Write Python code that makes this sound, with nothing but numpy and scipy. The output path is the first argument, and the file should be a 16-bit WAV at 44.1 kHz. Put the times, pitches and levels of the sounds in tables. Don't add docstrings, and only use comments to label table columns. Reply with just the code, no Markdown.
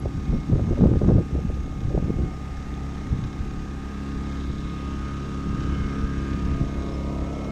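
import sys
import numpy as np
from scipy import signal
from scipy.io import wavfile
from scipy.ndimage import uniform_filter1d

SR = 44100
rng = np.random.default_rng(int(sys.argv[2]) if len(sys.argv) > 2 else 0)


def invert_db(level):
    return 10 ** (np.asarray(level, dtype=float) / 20)


def store_wav(level_fs):
    pcm = np.round(np.clip(np.atleast_2d(level_fs), -1, 1) * 32767)
    wavfile.write(sys.argv[1], SR, pcm.T.astype(np.int16))


N = 331191
STEP = 40
CONTROL_S = np.arange(N // STEP + 2) * STEP / SR

# [s, Hz]
SPEED = [(0, 34.154), (0.25, 34.154), (0.75, 34.198), (1.25, 34.164), (1.75, 34.148), (2.25, 34.136),
         (2.75, 34.204), (3.25, 34.218), (3.75, 34.213), (4.25, 34.266), (4.75, 34.306), (5.25, 34.334),
         (5.75, 34.29), (6.25, 34.148), (6.75, 34.275), (7.25, 34.245), (7.51, 34.24)]
# start_s, pressure [full scale], pitch_hz [Hz]
CRACKS = [(0.0585, 0.16, 489), (0.3379, -0.04, 335), (0.5311, -0.23, 339), (0.5388, -0.097, 300),
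          (0.5574, 0.17, 380), (0.5957, -0.22, 430), (0.7107, 0.24, 334), (0.7179, -0.22, 302),
          (0.7338, 0.13, 430), (0.7912, 0.22, 302), (0.7973, -0.23, 300), (0.8102, -0.18, 489),
          (0.8215, -0.054, 489), (0.8288, 0.31, 339), (0.834, 0.25, 380), (0.8413, -0.29, 383),
          (0.858, -0.21, 433), (0.8633, 0.033, 383), (0.8707, -0.16, 300), (0.8902, 0.16, 300),
          (0.8961, -0.12, 383), (0.9102, -0.1, 383), (0.9168, -0.33, 300), (0.9338, -0.12, 339),
          (0.939, 0.17, 339), (0.9583, -0.18, 383), (0.9694, -0.21, 300), (1.0181, 0.24, 383),
          (1.042, 0.2, 383), (1.088, -0.41, 339), (1.1029, -0.35, 385), (1.1104, 0.24, 489),
          (1.1202, 0.27, 383), (1.1574, 0.28, 339), (1.1624, -0.22, 300), (1.1698, -0.24, 339),
          (1.1834, -0.22, 489), (1.2057, -0.16, 339), (1.212, -0.15, 335), (1.3544, 0.15, 303),
          (1.5023, 0.12, 339), (1.946, -0.12, 383), (1.9512, -0.29, 339), (1.9782, 0.12, 624),
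          (2.0971, 0.1, 339), (2.1048, -0.26, 322)]


def rms_one(x):
    return x / np.sqrt(np.mean(x ** 2) + 1e-20)


def full(control):
    return np.interp(np.arange(N) / STEP, np.arange(len(control)), control)


def in_time(rows):
    s, *columns = np.transpose(rows)
    return [np.interp(CONTROL_S, s, column) for column in columns]


def drift(rate_hz):
    r = np.exp(-2 * np.pi * STEP * rate_hz / SR)
    noise = rng.standard_normal(N // STEP + 4002)
    return rms_one(signal.lfilter([1], [1, -2 * r, r * r], noise)[4000:])


def swells(events, rise_db_per_s, fall_db_per_s, rest_db):
    power = invert_db(2 * rest_db)
    for s, length_s, level_db in events:
        early = rise_db_per_s * np.maximum(s - CONTROL_S, 0)
        late = fall_db_per_s * np.maximum(CONTROL_S - s - length_s, 0)
        power = power + invert_db(2 * (level_db - early - late))
    return 10 * np.log10(power)


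def bump(hz, centre_hz, octaves):
    return np.exp(-(np.log2(hz / centre_hz) / octaves) ** 2)


def filtered(x, order, hz, kind="low"):
    return signal.sosfilt(signal.butter(order, hz, kind, fs=SR, output="sos"), x)


def evened(x, samples):
    return x / np.sqrt(uniform_filter1d(x ** 2, size=samples))


def resonance(x, hz, width_hz):
    r = np.exp(-np.pi * width_hz / SR)
    poles = [1, -2 * r * np.cos(2 * np.pi * hz / SR), r * r]
    return signal.lfilter([(1 - r * r) / 2, 0, (r * r - 1) / 2], poles, x + 1e-18)


def bands(edges):
    white = rng.standard_normal((2, N))
    for k, (low, high) in enumerate(zip(edges, edges[1:])):
        yield np.sqrt(low * high), filtered(white[k % 2], 2, [low, high], "band")


def pings(events, cycles, rise, trim_db):
    out = np.zeros(N)
    for s, peak_db, hz in events:
        t = np.arange(1, int(8 * cycles / hz * SR)) * hz / SR / cycles
        shape = t ** rise * np.exp(-t - t ** 2 * rise)
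        burst = invert_db(peak_db + trim_db) * shape / shape.max() * np.sin(2 * np.pi * t * cycles)
        at = round(s * SR)
        out[at:at + len(t)] -= burst[:N - at]
    return out


def pressure_crests(events):
    out = np.zeros(N)
    for s, pressure, hz in events:
        at = np.arange(-900, 900) + round(s * SR)
        cycle = (at / SR - s) * hz
        out[at] += pressure * np.exp(-(cycle / 0.59) ** 2) * np.cos(2 * np.pi * cycle)
    return out


def hull_echo(middle_s, spread_s, before_db, after_db):
    return before_db + (after_db - before_db) * (1 + np.tanh((CONTROL_S - middle_s) / spread_s)) / 2


def hulls_db(hz):
    # [s, s, dB]
    exposed = [
        (3.0, 0.56, -18),
        (5.02, .25, -3.5),
        (5.68, 0.34, 3),
        (6.15, 0.27, -12),
    ]
    # [s, s, dB, Hz, octaves]
    passing_colours = [(4.7, 1.9, 8.5, 2980, 0.083), (3.9, 0.96, 4.5, 3650, 0.097), (4.9, 2.3, 1.5, 3860, 0.029),
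                       (6.8, .9, 14, 5080, 0.038), (2.3, 0.92, 3.5, 1840, .15), (5.6, 1.1, 0.5, 1620, 0.051),
                       (4.5, 1.5, 2.5, 920, 0.1), (6.2, 0.99, -5.5, 1310, 0.035), (6.1, 0.45, 3, 1660, .15),
                       (6.6, 1.1, 3, 600, 0.23), (4.35, 1.06, -7.5, 764, .12), (1.2, 1.4, -11.5, 1000, 0.11),
                       (1.9, 1.2, 3, 700, 0.16), (6.7, 0.54, 2.5, 960, .04), (9.3, 0.43, 1.5, 68, .3),
                       (5.7, .9, 3, 2400, 0.16), (6.9, 0.56, -4, 1600, 0.15), (3.6, .8, 4, 1700, 0.12),
                       (2.27, 0.7, 3, 68, .3), (3.5, .3, 2.5, 68, .3), (4.1, 0.23, 1.5, 68, .3),
                       (6.3, .7, 3.5, 345, .1), (2.35, 0.69, -3.5, 280, .15), (4.8, .4, 7, 790, .06),
                       (5.95, 0.45, -5, 2740, .02), (5.74, 0.62, -1.5, 68, .3), (7.1, .5, -0.5, 690, .03)]
    boom_db = hull_echo(7, 0.78, -4.5, 15)
    hollow_db = hull_echo(6.5, 2, 14.5, -20.5)
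    exposure_db = swells(exposed, 51, 51, rest_db=-7.5)
    colour_db = bump(hz, 645, 0.68) * boom_db + bump(hz, 774, 0.1) * hollow_db
    colour_db = colour_db + bump(hz, 1463, 0.13) * exposure_db
    for s, length_s, level_db, centre_hz, octaves in passing_colours:
        inside_s = np.minimum(CONTROL_S - s, s + length_s - CONTROL_S)
        presence = np.clip(inside_s / 0.22 + 0.5, 0, 1)
        colour_db = colour_db + bump(hz, centre_hz, octaves) * level_db * presence
    return colour_db


def yard_clicks():
    # [s, dB, Hz]
    ticks = [
        (0.0002, -35, 10900),
        (0.2304, -50, 2590),
        (2.1261, -49, 3460),
        (2.4783, -36, 2610),
        (2.7403, -32, 3600),
        (4.2592, -40, 3600),
        (4.6976, -32.5, 3600),
        (5.1063, -39, 2740),
        (6.3305, -32, 3020),
        (7.3517, -36, 3260),
    ]
    # [s, dB, Hz]
    clink = [
        (6.9381, -42, 5240),
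    ]
    return pings(ticks, cycles=5, rise=0.1, trim_db=-4) + pings(clink, cycles=90, rise=0.05, trim_db=-4)


def wind_strength():
    # [s, s, dB, dB]
    gusts = [(0.03, 0.037, -19.5, -28), (0.152, 0.03, -18.5, -31), (0.282, 0.083, -12.5, -23.5),
             (0.52, 0.032, -5.5, -23), (0.58, 0.1, -12.5, -40), (0.696, 0.036, -12, -22.5),
             (0.796, 0.091, -11, -25), (0.89, 0.068, -9, -28), (1.048, 0.12, -6.5, -19),
             (1.34, 0.042, -14.5, -30), (1.47, 0.028, -21.5, -29), (1.543, 0.16, -30, -32),
             (1.79, 0.14, -21, -29), (1.94, 0.042, -18, -26), (2.031, 0.072, -14.5, -44),
             (2.172, 0.078, -16, -25), (2.5, 0.15, -35, -38), (3.078, 0.057, -16.5, -29.5),
             (3.19, 0.055, -19, -30), (3.378, 0.21, -33, -31.5), (4.15, 0.028, -32, -28),
             (4.493, 0.021, -27, -31), (5.464, 0.13, -23.5, -31), (5.65, 0.046, -26, -31),
             (5.797, 0.058, -22, -28), (5.98, 0.065, -29.5, -28), (6.303, 0.052, -25, -34),
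             (6.445, 0.1, -22, -28), (6.604, 0.022, -19, -22.5), (7.194, 0.027, -39, -29.5)]
    # [s, dB]
    breeze = [
        (0, -37),
        (1.3, -30.5),
        (2.3, -32.5),
        (2.6, -33.5),
        (3.3, -35.5),
        (4.0, -37.5),
        (5.1, -34),
        (5.6, -34),
        (6.7, -32),
        (7.51, -37.5),
    ]
    breeze_db, rows = in_time(breeze)[0], np.array(gusts)
    buffet_db = swells(rows[:, :3], 500, 356, breeze_db)
    thud_rest_db = breeze_db - 4 + 2.5 * drift(3.0)
    thud_db = swells(np.delete(rows, 2, axis=1), 445, 355, thud_rest_db)
    slope_db = -14 - 1.4 * np.maximum(buffet_db - breeze_db, 0)
    slope_db = slope_db + 2 * np.maximum(buffet_db + 22, 0)
    return buffet_db, thud_db, slope_db + 1.5 * drift(13.0)


def wind():
    buffet_db, thud_db, slope_db = wind_strength()
    lumps, snaps = drift(35.0), np.clip(drift(70.0), -2, 1.3)
    buffet, thud = 0, 0
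    for hz, noise in bands(16 * 2 ** np.arange(0, 6.6, 0.5)):
        sharp = np.log2(1 + (hz / 210) ** 3) / 3
        treble_db = np.minimum(slope_db, -13.5) * sharp + 3.9 * sharp * snaps
        shape_db = (hz > 60) * (treble_db + 2.6 * bump(hz, 160, 1.0)) + 3.5 * drift(24.0)
        band = full(invert_db(shape_db)) * noise
        buffet, thud = buffet + (hz > 60) * band, thud + (hz <= 60) * band
    buffet = evened(filtered(buffet, 3, 1150), 1300)
    thud = full(invert_db(np.minimum(thud_db, -17) + 1.5)) * evened(thud, 3000)
    buffet_db = buffet_db - 0.48 * np.maximum(buffet_db + 22.5, 0)
    return full(invert_db(buffet_db - 4.5 + 1.56 * lumps)) * buffet + filtered(thud, 4, 85)


def slaps():
    # [s, full scale, Hz]
    hard_slaps = [(0.0603, 0.2, 127), (0.2803, 0.044, 115), (0.3007, 0.2, 59.3), (0.3252, 0.094, 59.4),
                  (0.3379, -0.23, 143), (0.3525, -0.096, 91.5), (0.4998, 0.37, 215), (0.5116, 0.36, 142),
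                  (0.5214, -0.5, 142), (0.532, -0.46, 127), (0.5424, 0.46, 114), (0.5528, -0.042, 92),
                  (0.627, -0.14, 103), (0.7186, -0.062, 143), (0.81, -0.47, 175), (0.8221, -0.87, 175),
                  (0.8293, 0.42, 114), (0.8382, -0.9, 174), (0.8436, -0.28, 158), (0.8507, 0.35, 127),
                  (0.857, -0.8, 217), (0.8628, -0.65, 83), (0.875, -0.29, 127), (0.8897, -0.075, 114),
                  (0.9181, -0.28, 103), (0.941, 0.31, 103), (0.9639, -0.29, 127), (0.973, 0.43, 92),
                  (1.037, -0.24, 127), (1.0482, 0.24, 195), (1.0637, 0.36, 217), (1.0768, 0.3, 60),
                  (1.0841, -0.62, 157), (1.0944, -0.3, 157), (1.101, -0.24, 60), (1.112, -0.1, 60),
                  (1.1186, -0.32, 175), (1.129, 0.34, 114), (1.1424, -0.26, 175), (1.1523, -0.38, 175),
                  (1.1578, -0.85, 83), (1.169, 0.48, 92), (1.1837, -0.48, 114), (1.1941, -0.38, 127),
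                  (1.452, 0.27, 180), (1.494, -0.21, 60), (1.544, -0.15, 74), (1.5964, 0.14, 60),
                  (1.854, 0.2, 103), (1.8864, -0.15, 114), (1.9447, -0.24, 60), (1.9649, -0.11, 60),
                  (1.9773, 0.28, 158), (2.0884, -0.084, 67.4), (2.192, -0.13, 142), (2.2281, 0.13, 60)]
    # [s, full scale, Hz]
    flicks = [(1.362, -0.07, 520), (1.392, 0.067, 475), (1.679, 0.041, 417), (2.003, 0.066, 450),
              (2.084, 0.12, 240), (2.2, 0.11, 270), (2.216, -0.097, 280), (2.237, -0.12, 270),
              (2.247, .14, 260), (2.262, -0.069, 278), (6.609, -0.091, 200)]
    # [s, full scale, Hz]
    pushes = [(3.1047, 0.15, 69.4), (3.1294, -0.25, 124), (3.1473, 0.19, 111), (3.1986, -0.05, 55),
              (3.2249, 0.047, 55), (3.408, -0.15, 78), (4.1651, -0.015, 62), (5.3603, -0.01, 62),
              (5.5129, 0.025, 78), (5.5539, 0.028, 88), (5.6877, 0.056, 124), (5.7243, -0.13, 78),
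              (5.8048, -0.055, 55), (6.0054, -0.092, 62), (6.0374, 0.14, 62), (6.1826, 0.1, 62),
              (6.2288, 0.063, 62), (6.327, -0.081, 55), (6.3453, 0.069, 68), (6.448, 0.073, 161),
              (6.523, 0.011, 55), (6.6138, 0.27, 140), (6.7837, 0.098, 62), (7.222, 0.063, 62)]
    return pressure_crests(hard_slaps + CRACKS + flicks + pushes)


def torn_edges():
    # [s, dB]
    spikes = [(0.056, -39), (0.533, -37), (0.595, -33), (0.726, -38), (0.776, -35), (0.81, -35),
              (0.839, -25), (0.859, -29), (0.87, -30), (0.937, -30), (0.957, -31), (1.018, -32),
              (1.046, -27), (1.091, -24), (1.123, -33), (1.162, -33), (1.184, -32), (1.976, -28)]
    edges = [(s, 20 * np.log10(abs(pressure)), 1.78 * hz) for s, pressure, hz in CRACKS]
    tears = [(s, peak_db, 930) for s, peak_db in spikes]
    out = pings(edges, cycles=0.43, rise=0.28, trim_db=-17)
    return out + pings(tears, cycles=0.9, rise=0.33, trim_db=4)


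def flutter():
    # [s, dB]
    gust_pops = [(.056, -17), (0.336, -15), (0.495, -24), (0.533, -21), (0.555, -20), (.593, -12.5),
                 (.643, -23), (0.722, -14), (0.776, -15), (0.809, -30), (0.837, -8), (0.856, -8.5),
                 (0.894, -27), (0.915, -20), (0.933, -24), (0.955, -20.5), (1.015, -12), (1.042, -19),
                 (1.121, -24), (1.087, -8), (1.159, -29), (1.183, -11), (1.353, -24), (1.385, -21.5),
                 (1.498, -21.5), (1.909, -16.5), (1.947, -18), (1.93, -25), (1.976, -13), (2.044, -31),
                 (2.101, -31), (2.06, -24), (2.196, -27), (2.24, -34)]
    puffs = [(s, 0.0038, peak_db - 12.5) for s, peak_db in gust_pops]
    level_db = swells(puffs, 1501, 700, rest_db=-79)
    air = filtered(rng.standard_normal(N), 3, [210, 540], "band")
    return full(invert_db(level_db)) * evened(air, 500)


def panel():
    # [s, s, dB]
    panel_fits = [(0.0, 0.053, -56), (0.26, 0.18, -55), (0.65, 0.13, -57), (1.39, .03, -61),
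                  (1.63, .2, -59), (2.06, 0.11, -56), (2.24, 0.069, -54.5), (2.44, 0.29, -58.5),
                  (3.0, 0.38, -57), (4.19, 0.2, -56), (4.45, 0.2, -55.5), (4.66, 0.079, -53),
                  (4.79, .05, -57), (5.05, 0.073, -53.5), (5.33, .05, -63), (5.73, 0.17, -48.5),
                  (5.93, .06, -57), (6.07, 0.26, -55), (6.44, 0.18, -53.5), (6.69, 0.18, -53.5),
                  (6.95, 0.19, -53.5), (7.225, 0.045, -53), (7.34, 0.08, -50.5), (7.48, 0.05, -47)]
    tone = resonance(resonance(rng.standard_normal(N), 2163, 25), 2163, 25)
    tone /= np.sqrt(uniform_filter1d(tone ** 2, size=900) + 0.07 * np.mean(tone ** 2))
    return full(invert_db(swells(panel_fits, 408, 252, rest_db=-62.5))) * tone


def cooling_air(turns, casing_db):
    # [Hz, dB per Hz]
    air_spectrum = [(250, -11.5), (400, -13), (560, -20), (900, -26.5), (1200, -20.5), (1700, -25.5),
                    (2300, -30), (3600, -35.5), (4300, -37), (6500, -36.5), (7200, -37.5), (9000, -43),
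                    (10400, -49), (12600, -43), (13600, -51.5), (14600, -71)]
    throb_db = 1.34 * np.cos(2 * np.pi * (turns - 0.85)) + 0.86 * np.cos(4 * np.pi * (turns - 0.94))
    hz_points, db_points = np.transpose(air_spectrum)
    out, top, together = 0, 0, drift(1.5)
    for hz, noise in bands(220 * 2 ** np.arange(0, 6.1, 0.25)):
        near = 1 / (1 + (hz / 7500) ** 6)
        level_db = np.interp(np.log(hz), np.log(hz_points), db_points) + hulls_db(hz)
        level_db = level_db + near * (casing_db + 58.5 + 0.5 * together + 0.67 * drift(19.0))
        band = full(invert_db(level_db)) * noise
        out, top = out + near * band, top + (1 - near) * band
    return invert_db(-16.5) * (invert_db(throb_db) * out + top)


def knocks(turns, casing_db):
    # [share of a turn, dB]
    contacts = [
        (0.102, -15),
        (0.379, -5.5),
        (.45, 2.5),
        (0.681, 4),
        (0.759, 4),
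        (0.942, 1),
    ]
    # [Hz, Hz, dB]
    casing_modes = [(1112, 94, -12), (1527, 116, -6.5), (1633, 24, -22), (1711, 88, -15.5),
                    (2463, 130, -17), (2740, 170, -24), (3020, 230, -22), (3660, 910, -12), (3920, 82, -23),
                    (4630, 440, -18.5), (5300, 110, -22), (5570, 84, -18), (6000, 69, -22.5),
                    (6470, 270, -17.5)]
    clicks, whole = np.zeros(N), np.arange(int(turns[-1]) - 1)
    for share, level_db in contacts:
        luck = rng.standard_normal((len(whole), 2))
        at = np.searchsorted(turns, whole + share + 0.0011 * luck[:, 0])
        clicks[at] += invert_db(level_db + 4.6 * luck[:, 1])
    drive = rms_one(clicks) + invert_db(1.0) * rng.standard_normal(N)
    out = 0
    for k, (hz, width_hz, level_db) in enumerate(casing_modes):
        mode_db = casing_db + level_db + hulls_db(hz) + 1.8 * drift(1.8)
        gain = invert_db(mode_db) / np.sqrt(width_hz / SR)
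        ring = resonance(resonance(drive, hz, width_hz * 0.89), hz, width_hz * 0.89)
        out = out + (-1) ** k * full(gain) * ring
    return invert_db(0.5) * out


def orders(turns, table, level_db, wander_db):
    strokes = [
        (.182, -1),
        (.203, .23),
        (.395, .16),
        (.683, .79),
    ]
    share, weight = np.transpose(strokes)
    out = 0
    for k, order_db in table:
        swell_db = wander_db + 0.079 * np.clip(-order_db, 0, 18)
        gain = invert_db(level_db + order_db + hulls_db(k * SPEED[0][1]) + swell_db * drift(3.2))
        start = np.angle(np.sum(weight * np.exp(-2j * np.pi * k * share)))
        phase = 2 * np.pi * k * turns + start + full(0.12 * drift(5.0))
        out = out - full(gain) * np.cos(phase)
    return np.sqrt(2) * out


def gear_whine(turns, whine_db):
    # [turns, dB re whine]
    gear_lines = [(30, -27), (32, -9.5), (33, -21.5), (34, -24), (35, -21), (36, 2), (37, -23), (40, -36),
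                  (43, -19), (44, -20), (45, -23), (47, -10), (48, -31), (52, -19.5), (72, -23), (76, -21),
                  (80, -17), (100, -24)]
    return orders(turns, gear_lines, whine_db, wander_db=1.04)


def shaft_drone(turns, near_db):
    # [turns, dB re drone]
    drone_lines = [(1, -11.5), (2, 4.5), (3, -9), (4, 0), (5, -2.5), (6, 0), (7, -14), (8, -1), (9, -7),
                   (10, -11.5), (11, -17.5), (12, -17), (13, -16), (14, -30), (15, -37), (16, -22),
                   (17, -27), (18, -25), (19, -29.5), (20, -21), (21, -43), (22, -27), (23, -31.5),
                   (24, -28.5), (25, -30), (26, -52), (28, -23.5), (38, -15.5)]
    return orders(turns, drone_lines, near_db - 3.5, wander_db=1.34)


def machine():
    # [s, dB, dB]
    walk = [(0, -35.5, -52), (1, -36, -50), (1.8, -38, -51), (2.3, -36, -49.5), (2.9, -34.5, -49),
            (3.4, -35, -50), (3.9, -34.5, -46.5), (4.4, -32, -47), (4.85, -32, -44), (5.3, -31, -43.5),
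            (6.0, -29.5, -43), (6.4, -30, -43.5), (6.75, -30.5, -46.5), (7.2, -31, -51.5), (7.51, -32, -56)]
    turns = np.cumsum(full(in_time(SPEED)[0])) / SR
    near_db, whine_db = in_time(walk)
    casing_db = -54.5 + 0.58 * (near_db + 36)
    out = panel() + cooling_air(turns, casing_db) + knocks(turns, casing_db)
    return out + gear_whine(turns, whine_db) + shaft_drone(turns, near_db)


def scene():
    gusty_air = wind() + slaps() + torn_edges() + flutter()
    return (yard_clicks() + gusty_air + machine())[None]


def thin_top(x):
    padded = np.pad(x, ((0, 0), (0, 4096)), "reflect")
    hz, s, cells = signal.stft(padded, SR, "cosine", nperseg=2048)
    size = abs(cells)
    share = 1.25 / (1 + (8300 / (hz + 1)) ** 10)
    kept = size > share[:, None] * np.sqrt(np.mean(size ** 2, axis=-1, keepdims=True))
    return signal.istft(cells * np.where(kept, 1, 0.1), SR, "cosine", nperseg=2048)[1][..., :N]


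def roll_off(x):
    return signal.sosfilt(signal.butter(12, 14900, fs=SR, output="sos"), x)


def record(dry):
    t = np.arange(N) / SR
    x = filtered(dry, 2, 19, "high")
    x = x * np.interp(t, [N / SR - 0.004, N / SR], [1, 0.25])
    x = filtered(thin_top(0.69 * np.tanh(x / 0.95)), 10, 13600)
    x = x + invert_db(-102) * np.sin(2 * np.pi * 14766 * t)
    return roll_off(x)


dry = scene()
out = record(dry)
store_wav(out)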